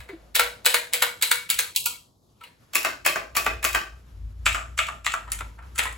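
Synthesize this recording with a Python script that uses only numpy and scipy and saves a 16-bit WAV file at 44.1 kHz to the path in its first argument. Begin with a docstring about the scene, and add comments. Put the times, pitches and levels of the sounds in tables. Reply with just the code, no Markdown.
"""Two mechanical keyboards

Someone holds two mechanical keyboards in a small, hard-walled room and presses clicky keys, about three a second.
Each stroke is a faint keycap rattle, the snap of the switch and its landing, then a faint tick and a duller clack
as the key springs back: noise bursts and impulses filtered by case resonances, with plate tones, echoes and a tail.
Soft bumps and short tones come between, and a band-shaped dip glides up through the middle frequencies and back.
Behind lie filtered-noise hiss and a low, wavering hum that swells in the second half."""
import sys
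import numpy as np
from scipy import signal
from scipy.fft import rfft, irfft
from scipy.io import wavfile
from scipy.ndimage import uniform_filter1d

SR = 44100
rng = np.random.default_rng(int(sys.argv[2]) if len(sys.argv) > 2 else 0)


def inscribe(sig):
    """Save sig as 16-bit PCM at rate SR to the path in sys.argv[1].

    A 1-D sig is mono; a 2-D sig holds one channel per row.
    Samples are clipped to [-1, 1] before scaling.
    """
    pcm = np.round(np.clip(np.atleast_2d(sig).T, -1, 1) * 32767)
    wavfile.write(sys.argv[1], SR, pcm.astype(np.int16))


N = 263277

# Thud, knock, clack and click bands of an impact: the heavy case answers later than the switch.
# Each row: upper edge in Hz (the last band is open), lag in seconds, decay in seconds before the blow's
# length factor, room level in dB.
BANDS = [(831, 0.00091, 0.004, -6.5), (2012, 0.00119, 0.0066, -9.5), (4970, 0.00038, 0.0041, -8),
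         (20000, 0.0001162, 0.0054, -14)]


def gain_of(db):
    """Level law: 20 dB is a tenfold amplitude."""
    return 10 ** (np.asarray(db) / 20)


def evened(x):
    """Power normalisation: scales to an rms of one."""
    return x / np.sqrt(np.mean(x ** 2) + 1e-20)


def read(points, hz):
    """Interpolation along log frequency, the scale on which pitch is heard."""
    f, value = np.transpose(points)
    return np.interp(np.log(hz + 1), np.log(np.abs(f) + 1), value)


def follow(points):
    """Amplitude envelope: a level curve in dB becomes a gain for every sample."""
    return gain_of(np.interp(np.arange(N) / SR, *np.transpose(points)))


def smooth_noise(window):
    """Slow random fluctuation: white noise averaged twice over a window in samples, with an rms of one."""
    once = uniform_filter1d(rng.standard_normal(N), size=window)
    return evened(uniform_filter1d(once, size=window))


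def add(mix, s, sound):
    """Superposition: sums a stereo sound into the mix at s seconds."""
    start = round(s * SR)
    part = mix[:, max(start, 0):]
    sound = sound[:, max(-start, 0):]
    part[:, :sound.shape[1]] += sound[:, :part.shape[1]]


def diffuse(size):
    """Diffuse-field coherence: spectra of white noise as two nearby microphones hear it."""
    # Likeness of the two channels. Each row: frequency in Hz, coherence from 0 to 1.
    likeness = [(60, 0.94), (250, 0.74), (600, 0.21), (1200, 0.087), (2500, 0.4), (5500, 0.59), (8500, 1),
                (15000, 0.35)]
    left, other = rfft(rng.standard_normal((2, size)))
    same = np.clip(read(likeness, np.fft.rfftfreq(size, 1 / SR)), -1, 1)
    right = same * left + np.sqrt(1 - same ** 2) * other
    return np.array([left, right])


def background(spectrum):
    """Spectral shaping: diffuse white noise filtered to the given colour, with an rms of one."""
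    colour = gain_of(read(spectrum, np.fft.rfftfreq(N, 1 / SR)))
    return evened(irfft(diffuse(N) * colour, N))


def hiss(flutter_db=-2.0):
    """Coloured noise with random amplitude modulation: quiet room hiss, never quite steady."""
    # Colour of the hiss. Each row: frequency in Hz, level in dB.
    hiss_colour = [(25, -16.5), (50, -4), (100, 3), (200, -3), (400, -9), (800, -14), (1250, -13),
                   (2000, -19.5), (4000, -23), (8000, -27.5), (12000, -27), (16000, -40.5)]
    # Level of the hiss. Each row: time in seconds, level in dB.
    hiss_level = [(0, -54), (.2, -58.5), (1.9, -58.5), (2.25, -62), (2.6, -61), (4.1, -57), (5.97, -55)]
    flutter = gain_of(flutter_db * smooth_noise(2000))
    return follow(hiss_level) * flutter * background(hiss_colour)


def hum(hz=57, waver_hz=3.5, octave_db=-18, rumble_db=-7):
    """Frequency modulation: a low, randomly wavering tone with its octave, wrapped in noise rumble."""
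    # Colour of the rumble. Each row: frequency in Hz, level in dB.
    rumble_colour = [(25, -24), (40, -6.5), (52, 6), (70, -5), (90, 4.5), (105, -8), (125, -10),
                     (160, -21.5), (260, -21.5), (500, -64)]
    # Level curve of the hum. Each row: time in seconds, level in dB before the scene's mix gain.
    hum_level = [(0.0, -41.5), (0.08, -59), (0.46, -50.5), (0.7, -72), (1.53, -77), (1.56, -52),
                 (1.71, -77.5), (2.74, -76), (2.81, -61), (3.27, -54), (3.57, -36), (3.62, -47),
                 (3.77, -36), (3.82, -57), (3.94, -44), (4.06, -51.5), (4.26, -32.5), (4.36, -41),
                 (4.46, -35.5), (5.19, -51), (5.4, -35.5), (5.55, -46.5), (5.92, -40), (5.97, -47)]
    angle = 2 * np.pi * np.cumsum(hz + waver_hz * smooth_noise(3000)) / SR
    tone = evened(np.sin(angle) + gain_of(octave_db) * np.sin(2 * angle))
    return evened(tone + gain_of(rumble_db) * background(rumble_colour)) * follow(hum_level)


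def room_tail(spectrum, t, build_s=0.0032, clump_db=1.0):
    """Reverberation: clumped reflections build up quickly and die exponentially at each frequency's own rate."""
    # Room decay. Each row: frequency in Hz, time to fall by 60 dB in seconds.
    room_decay = [(250, 0.46), (500, 0.45), (800, 0.34), (1300, 0.34), (2500, 0.31), (6000, 0.35),
                  (15000, 0.26)]
    hz, at, z = signal.stft(irfft(spectrum), SR, nperseg=512)
    z = z * gain_of(-60 * np.maximum(at + t[0], 0) / read(room_decay, hz)[:, None])
    tail = signal.istft(z, SR, nperseg=512)[1][:, :len(t)]
    clumps = gain_of(clump_db * evened(uniform_filter1d(rng.standard_normal(len(t)), size=110)))
    build_up = 1 - np.exp(-np.maximum(t, 0) / build_s)
    return tail * evened(clumps) * build_up


def hollowed(x):
    """Time-varying filtering: a band-shaped dip glides up through the middle frequencies and back down."""
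    # Path of the dip. Each row: time in seconds, centre in Hz, depth in dB (negative is a boost),
    # half-width in octaves.
    dip_path = [(1.15, 624, -8, 0.45), (1.42, 700, 12.5, 0.31), (1.7, 1160, -4, 0.53),
                (1.83, 1700, 33, 0.46), (1.96, 1710, 15, 0.27), (2.219, 2020, 18, 0.82),
                (2.42, 1690, 9, .33), (2.72, 650, 1, 0.18)]
    hz, t, z = signal.stft(x, SR, nperseg=512)
    s, *columns = np.transpose(dip_path)
    centre, depth, octaves = (np.interp(t, s, column) for column in columns)
    away = np.log2((hz[:, None] + 1) / centre) / octaves
    z = z * gain_of(-depth * np.exp(-away ** 4))
    return signal.istft(z, SR, nperseg=512)[1][:, :N]


def rings(swell_s=0.0043):
    """Damped modes: softly started, dying tones that ring after bumps and after one key release."""
    # Each row: start in seconds, frequency in Hz, level in dB, time to fall by 60 dB in seconds.
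    ring_tones = [(0.093, 394, -32, 0.16), (.093, 2050, -31.5, 0.061), (0.131, 330, -27.5, 0.11),
                  (1.862, 1411, -24.5, 0.09), (1.862, 952, -31, 0.083), (2.413, 1320, -34, 0.07),
                  (2.437, 2920, -31, 0.044)]
    out = np.zeros((2, N))
    t = np.arange(SR // 2) / SR
    for s, hz, db, t60 in ring_tones:
        envelope = gain_of(db - 60 * t / t60) * (1 - np.exp(-t / swell_s))
        tone = envelope * np.sin(2 * np.pi * hz * t)
        add(out, s, np.array([tone, tone]))
    return out


def plate(modes, t, swell_s=0.0037):
    """Modal decay: long, dying sine tones of the switch plate, each at a random phase."""
    t = np.maximum(t, 0)
    tones = sum(gain_of(db - 60 * t / t60) * np.sin(2 * np.pi * (hz * t + rng.random()))
                for hz, db, t60 in modes)
    return np.array([tones, tones]) * (1 - np.exp(-t / swell_s))


def keycap(hz, ripple_db=3.5, spacing_hz=75):
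    """Small local resonances: a random spectral ripple, drawn afresh for every blow."""
    knots = rng.standard_normal(1024)
    ripple = np.interp(hz / spacing_hz, np.arange(len(knots)), knots)
    return evened(gain_of(ripple_db * ripple))


def keyboard(colour, case, hz):
    """Resonant radiation: one keyboard's response, split into the four bands, each of unit power."""
    peaks = sum((gain_of(db) ** 2 - 1) / (1 + (2 * (hz - f) / width) ** 2) ** 2 for f, width, db in case)
    body = gain_of(read(colour, hz)) * np.sqrt(np.maximum(1 + peaks, 1e-3))
    body = body / np.sqrt(1 + (230 / (hz + 1)) ** 6)  # a small case radiates little bass
    below = [1 / (1 + (hz / band[0]) ** 12) for band in BANDS[:-1]]
    shares = np.diff([0 * hz, *below, 1 + 0 * hz], axis=0)  # power share of each band
    return np.array([evened(body * np.sqrt(np.abs(share))) for share in shares])


def contact(bands, levels, t, length, rise, snap=.75, spread=.45, size=4096):
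    """Impact excitation: a sharp impulse amid brief plastic chatter; the treble comes first, the case follows."""
    coarse = bands[:, ::len(t) // size]  # the response on the short burst's frequency grid
    t = t[:size]
    hz = np.fft.rfftfreq(size, 1 / SR)
    chatter = rfft(rng.standard_normal(size)) + spread * diffuse(size)
    turn = rng.random()  # phase of the impulse, in turns
    out = np.zeros((2, size))
    for band, db, (_, lag, decay, _) in zip(coarse, levels, BANDS):
        u = (t - lag) / (decay * length)
        shape = np.exp(np.minimum(u / rise, -u))  # exponential rise, then exponential fall
        impact = irfft(band * np.exp(2j * np.pi * (turn - hz * (lag - t[0]))))
        sound = evened(irfft(chatter * band) * shape) + snap * evened(impact * shape)
        out += gain_of(db) * evened(sound) * np.sqrt(np.mean(shape ** 2))
    return out


def blows(times, strengths_db, voice, direct_db, room_db, length, rise, bright_db=0, wet_db=0, size=24576):
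    """Source-filter principle: each blow rings the keyboard in hand; walls answer with echoes and a dense tail."""
    # Times in seconds at which a new grip changes the sound.
    new_grips = [2.6, 4.2, 5.25]
    # Keycap colour in each grip. Each row: frequency in Hz, level in dB.
    colours = [[(200,-29),(350,-26),(500,-11.5),(750,-12.5),(1400,4.5),(2400,8),(3400,6.5),(4200,5.5),(5500,-5.5),(8000,-3.5),(10500,-0.5),(15800,-2)], [(200,-6),(350,-6.5),(600,-2.5),(900,-8.5),(1400,-4.5),(2400,-4),(3400,-11.5),(4200,-13),(5500,-10),(8000,-2.5),(10500,-5),(15800,-4)], [(200,-17),(350,-21),(600,-18),(900,-2.5),(1400,7),(2400,-3),(3400,-5),(4200,-16),(5500,-22.5),(8000,-17.5),(10500,-24.5),(15800,-33)], [(200,-8.5),(350,-7),(600,-0.5),(900,9.5),(1400,13.5),(2400,2.5),(3400,-4),(4200,-12),(5500,-21.5),(8000,-9),(11000,-17.5),(15800,-26.5)]]
    # Case, plate and spring resonances in each grip. 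Each row: frequency in Hz, width in Hz, height in dB.
    cases = [[(441, 11, 3.9), (959, 59, 14.2), (1410, 34, 6), (2245, 43, 9.3), (4000, 170, 2.9),
              (8290, 1700, 7.9), (8630, 110, 10)], [(653, 81, 10.5), (1165, 40, 13.2), (2550, 140, 10.6), (2760, 58, 5.2),
                              (5060, 300, 1.8), (7270, 150, 4.3), (8960, 43, 2.3)], [(647, 79, 17.3), (1208, 84, 10.7), (1332, 24, 11),
                                              (2350, 190, 6.1), (2670, 470, 7.1), (7630, 1300, 5.1)], [(483, 58, 6.5), (588, 35, 9.5),
                                                              (980, 69, 7.3), (1317, 150, 8.5),
                                                              (1825, 39, 2), (2200, 45, 2),
                                                              (8780, 170, 12.2)]]
    # Plate tones, one list for each grip. Each row: frequency in Hz, level in dB against the thud setting,
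    # time to fall by 60 dB in seconds.
    plate_modes = [
        [(483, -11, 0.37), (597, -21, 0.13)],
        [(353.4, -14.5, 0.34), (413.4, -16.5, 0.21), (638, -14, 0.37)],
        [(1193, 0, 0.12), (1370, -22, 0.66)],
        [(1420, -13.5, 0.18)],
    ]
    # Single echoes from nearby walls. Each row: delay in seconds before a small random shift, level in dB.
    wall_echoes = [(.0062, -11), (0.0117, -10.5), (0.0412, -19.5)]
    # Share of the room in each grip, in dB, as the keys face towards or away from the microphone.
    grip_room_db = [-.5, 0.57, -1.55, -1.7]
    hz = np.fft.rfftfreq(size, 1 / SR)
    t = np.arange(size) / SR - .012  # seconds from the blow, with room for its rise
    grips = [keyboard(colour, case, hz) for colour, case in zip(colours, cases)]
    out = np.zeros((2, N))
    for s, strength, bright, wet in np.broadcast(times, strengths_db, bright_db, wet_db):
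        grip = np.searchsorted(new_grips, s)
        tilt = bright * np.linspace(-.5, .5, len(BANDS))
        levels = np.add(voice[grip % len(voice)], strength + tilt)
        bands = grips[grip] * keycap(hz)
        start = s + t[0]
        direct = gain_of(direct_db) * contact(bands, levels, t, length, rise)
        add(out, start, direct)
        for delay, db in wall_echoes:  # each echo's delay varies slightly at random; echoes swap channels
            add(out, start + delay + rng.uniform(-0.0011, .001), gain_of(db) * direct[::-1])
        add(out, start, gain_of(levels[0]) * plate(plate_modes[grip], t))
        sent = gain_of(levels + [band[3] for band in BANDS] + room_db + grip_room_db[grip] + wet)
        add(out, start, room_tail(diffuse(size) * np.sqrt(sent ** 2 @ bands ** 2), t))
    return out


def handling():
    """Slow-rising impacts: soft bumps of hands and cases, a finger brushing a keycap, a small bright switch tick."""
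    # Each row: time in seconds, strength in dB, brightness in dB from thud to click.
    soft_contacts = [(0.005, 0, 13), (0.091, 1.5, -2), (2.412, -3.5, -2), (2.438, 1, 11), (5.279, 0.5, -11),
                     (5.59, -2.5, -16), (5.627, -7.5, -4), (5.759, 1.5, 27), (5.927, -8.5, 37)]
    # Excitation of the bands. The row: thud, knock, clack and click levels in dB.
    soft_voice = [(-50, -37.5, -44.5, -46)]
    s, db, bright_db = np.transpose(soft_contacts)
    return blows(s, db, soft_voice, direct_db=-6, room_db=1.5, length=1.0, rise=0.69, bright_db=bright_db)


def keystrokes():
    """Successive impacts: finger rattles cap, switch snaps, key lands; then the switch resets, key springs back."""
    # Keys going down. Each row: click time in seconds, finger's lead on it in seconds, landing's lag behind it
    # in seconds, touch, click and landing strengths in dB, brightness in dB from thud to click.
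    presses = [(0.354, .004, .008, 4, -1.5, -1, 0.5), (0.657, .008, .005, -2.5, -2, 7.5, 0),
               (0.935, 0.006, .006, -3, -0.5, -3, -2), (1.2244, 0.0097, .006, -2.5, 1, -0.5, -0.5),
               (1.5016, .009, .007, -4.5, -0.5, -5, 2.5), (1.762, 0.011, 0.009, -11, -2, -19, 5),
               (2.750, 0.015, 0.0046, -5, -5, 1, 3), (3.061, .010, 0.0018, 3, 0.5, 3.5, -3.5),
               (3.366, .013, 0.0029, 2, 1.5, -0.5, -3.5), (3.643, 0.014, .006, -0.5, 1.5, 0, -3),
               (4.463, 0.0041, .0015, 6, 5, 0, -1), (4.787, .009, .003, 1, -3.5, -2.5, 0.5),
               (5.061, .014, .004, -6.5, 1.5, -4.5, 0), (5.319, 0.017, .006, -20.5, -2, -19.5, 3),
               (5.787, .006, .005, 2, -1.5, 2, 2)]
    # Keys springing back against their top stop. Each row: time in seconds, strength in dB,
    # brightness in dB from thud to click, room in dB (for the spring-back alone).
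    releases = [(0.3962, 2, -9, 0), (0.744, 0.5, -3.5, -0.5), (1.024, 1, -4.5, -1), (1.315, 0.5, -1, -1),
                (1.591, -4.5, 4, 0.5), (1.860, -7.5, 7, 0.5), (2.849, -0.5, 3.5, 2), (3.159, -6, -8.5, 2.5),
                (3.465, 0.5, -2.5, -1.5), (3.749, 2, 2, 0), (4.547, 0, 1, 5), (4.887, -4.5, -5, 0),
                (5.139, 1.5, -1, -1.5), (5.408, 0, -9.5, -6), (5.855, 1.5, 0.5, 4)]
    # Excitation of the bands by each kind of blow. Each row: thud, knock, clack and click levels in dB;
    # four rows are one for each grip, a single row serves all.
    touch_voice = [(-46.5, -33, -28, -26)]
    click_voice = [(-42.5, -39, -14, -4.5), (-50.5, -18, -43, -9), (-54, -47, -37.5, -19),
                   (-56, -30, -25, -11)]
    landing_voice = [(-32.5, -18.5, -16.5, -9.5), (-29, -16, -11.5, -8), (-24, -11.5, -6, -14.5),
                     (-23, -38, -10.5, -19.5)]
    reset_voice = [(-59.5, -47.5, -31.5, -26.5)]
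    release_voice = [(-29.5, -13, -14.5, -5.5), (-26, -13.5, -18.5, -20), (-29, -18, -27, -25.5),
                     (-36, -26, -28, -29.5)]
    reset_lead_s = .018  # the switch resets with a faint tick just before the release
    click, lead, lag, touch_db, click_db, landing_db, tone_db = np.transpose(presses)
    release, release_db, bright_db, wet_db = np.transpose(releases)
    touches = blows(click - lead, touch_db, touch_voice, direct_db=-4, room_db=6.5,
                    length=1.0, rise=0.34, bright_db=tone_db)
    clicks = blows(click, click_db, click_voice, direct_db=-6.5, room_db=-3.5,
                   length=.8, rise=0.12, bright_db=tone_db)
    landings = blows(click + lag, landing_db, landing_voice, direct_db=-5.5, room_db=-3.5,
                     length=0.63, rise=0.18, bright_db=tone_db)
    resets = blows(release - reset_lead_s, release_db, reset_voice, direct_db=-4.5, room_db=-7.5,
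                   length=1.0, rise=0.28, bright_db=bright_db)
    returns = blows(release, release_db, release_voice, direct_db=-4.5, room_db=-1,
                    length=0.85, rise=0.5, bright_db=bright_db, wet_db=wet_db)
    return touches + clicks + landings + resets + returns


def scene():
    """Superposition: keys, handling and hiss pass through the gliding dip; ring tones and hum join them."""
    return hollowed(keystrokes() + handling() + hiss()) + rings() + gain_of(0.5) * hum()


def record(dry):
    """Interchannel level and phase differences of two microphones, then a low-pass band limit."""
    # Left microphone over right. Each row: frequency in Hz, level difference in dB.
    left_over_right = [(60, 1.5), (500, 0.7), (1000, 0.6), (2000, 1), (4500, 3.5), (8000, 1), (15000, -0.5)]
    # Phase lead of the left microphone, tapered below 2 kHz. Each row: frequency in Hz,
    # phase in radians before the taper.
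    left_lead = [(0, 0), (2150, .55), (4500, .65), (6700, .35), (7500, -.6), (8500, -2.5), (9500, -3.7),
                 (11400, -6.5), (13400, -9.4), (16500, -13.2)]
    edge_hz = 16300
    hz = np.fft.rfftfreq(N, 1 / SR)
    lag = np.exp(-1j * read(left_lead, hz) * np.minimum(hz / 2000, 1))
    lean = gain_of(read(left_over_right, hz) / 2)  # half the difference on each side
    pair = np.clip(irfft(rfft(dry) * np.array([lean, lag / lean]), N), -1, 1)
    low_pass = signal.firwin(511, edge_hz, window=("kaiser", 9), fs=SR)
    return signal.oaconvolve(pair, low_pass[None], "same", axes=1)


dry = scene()
out = record(dry)
inscribe(out)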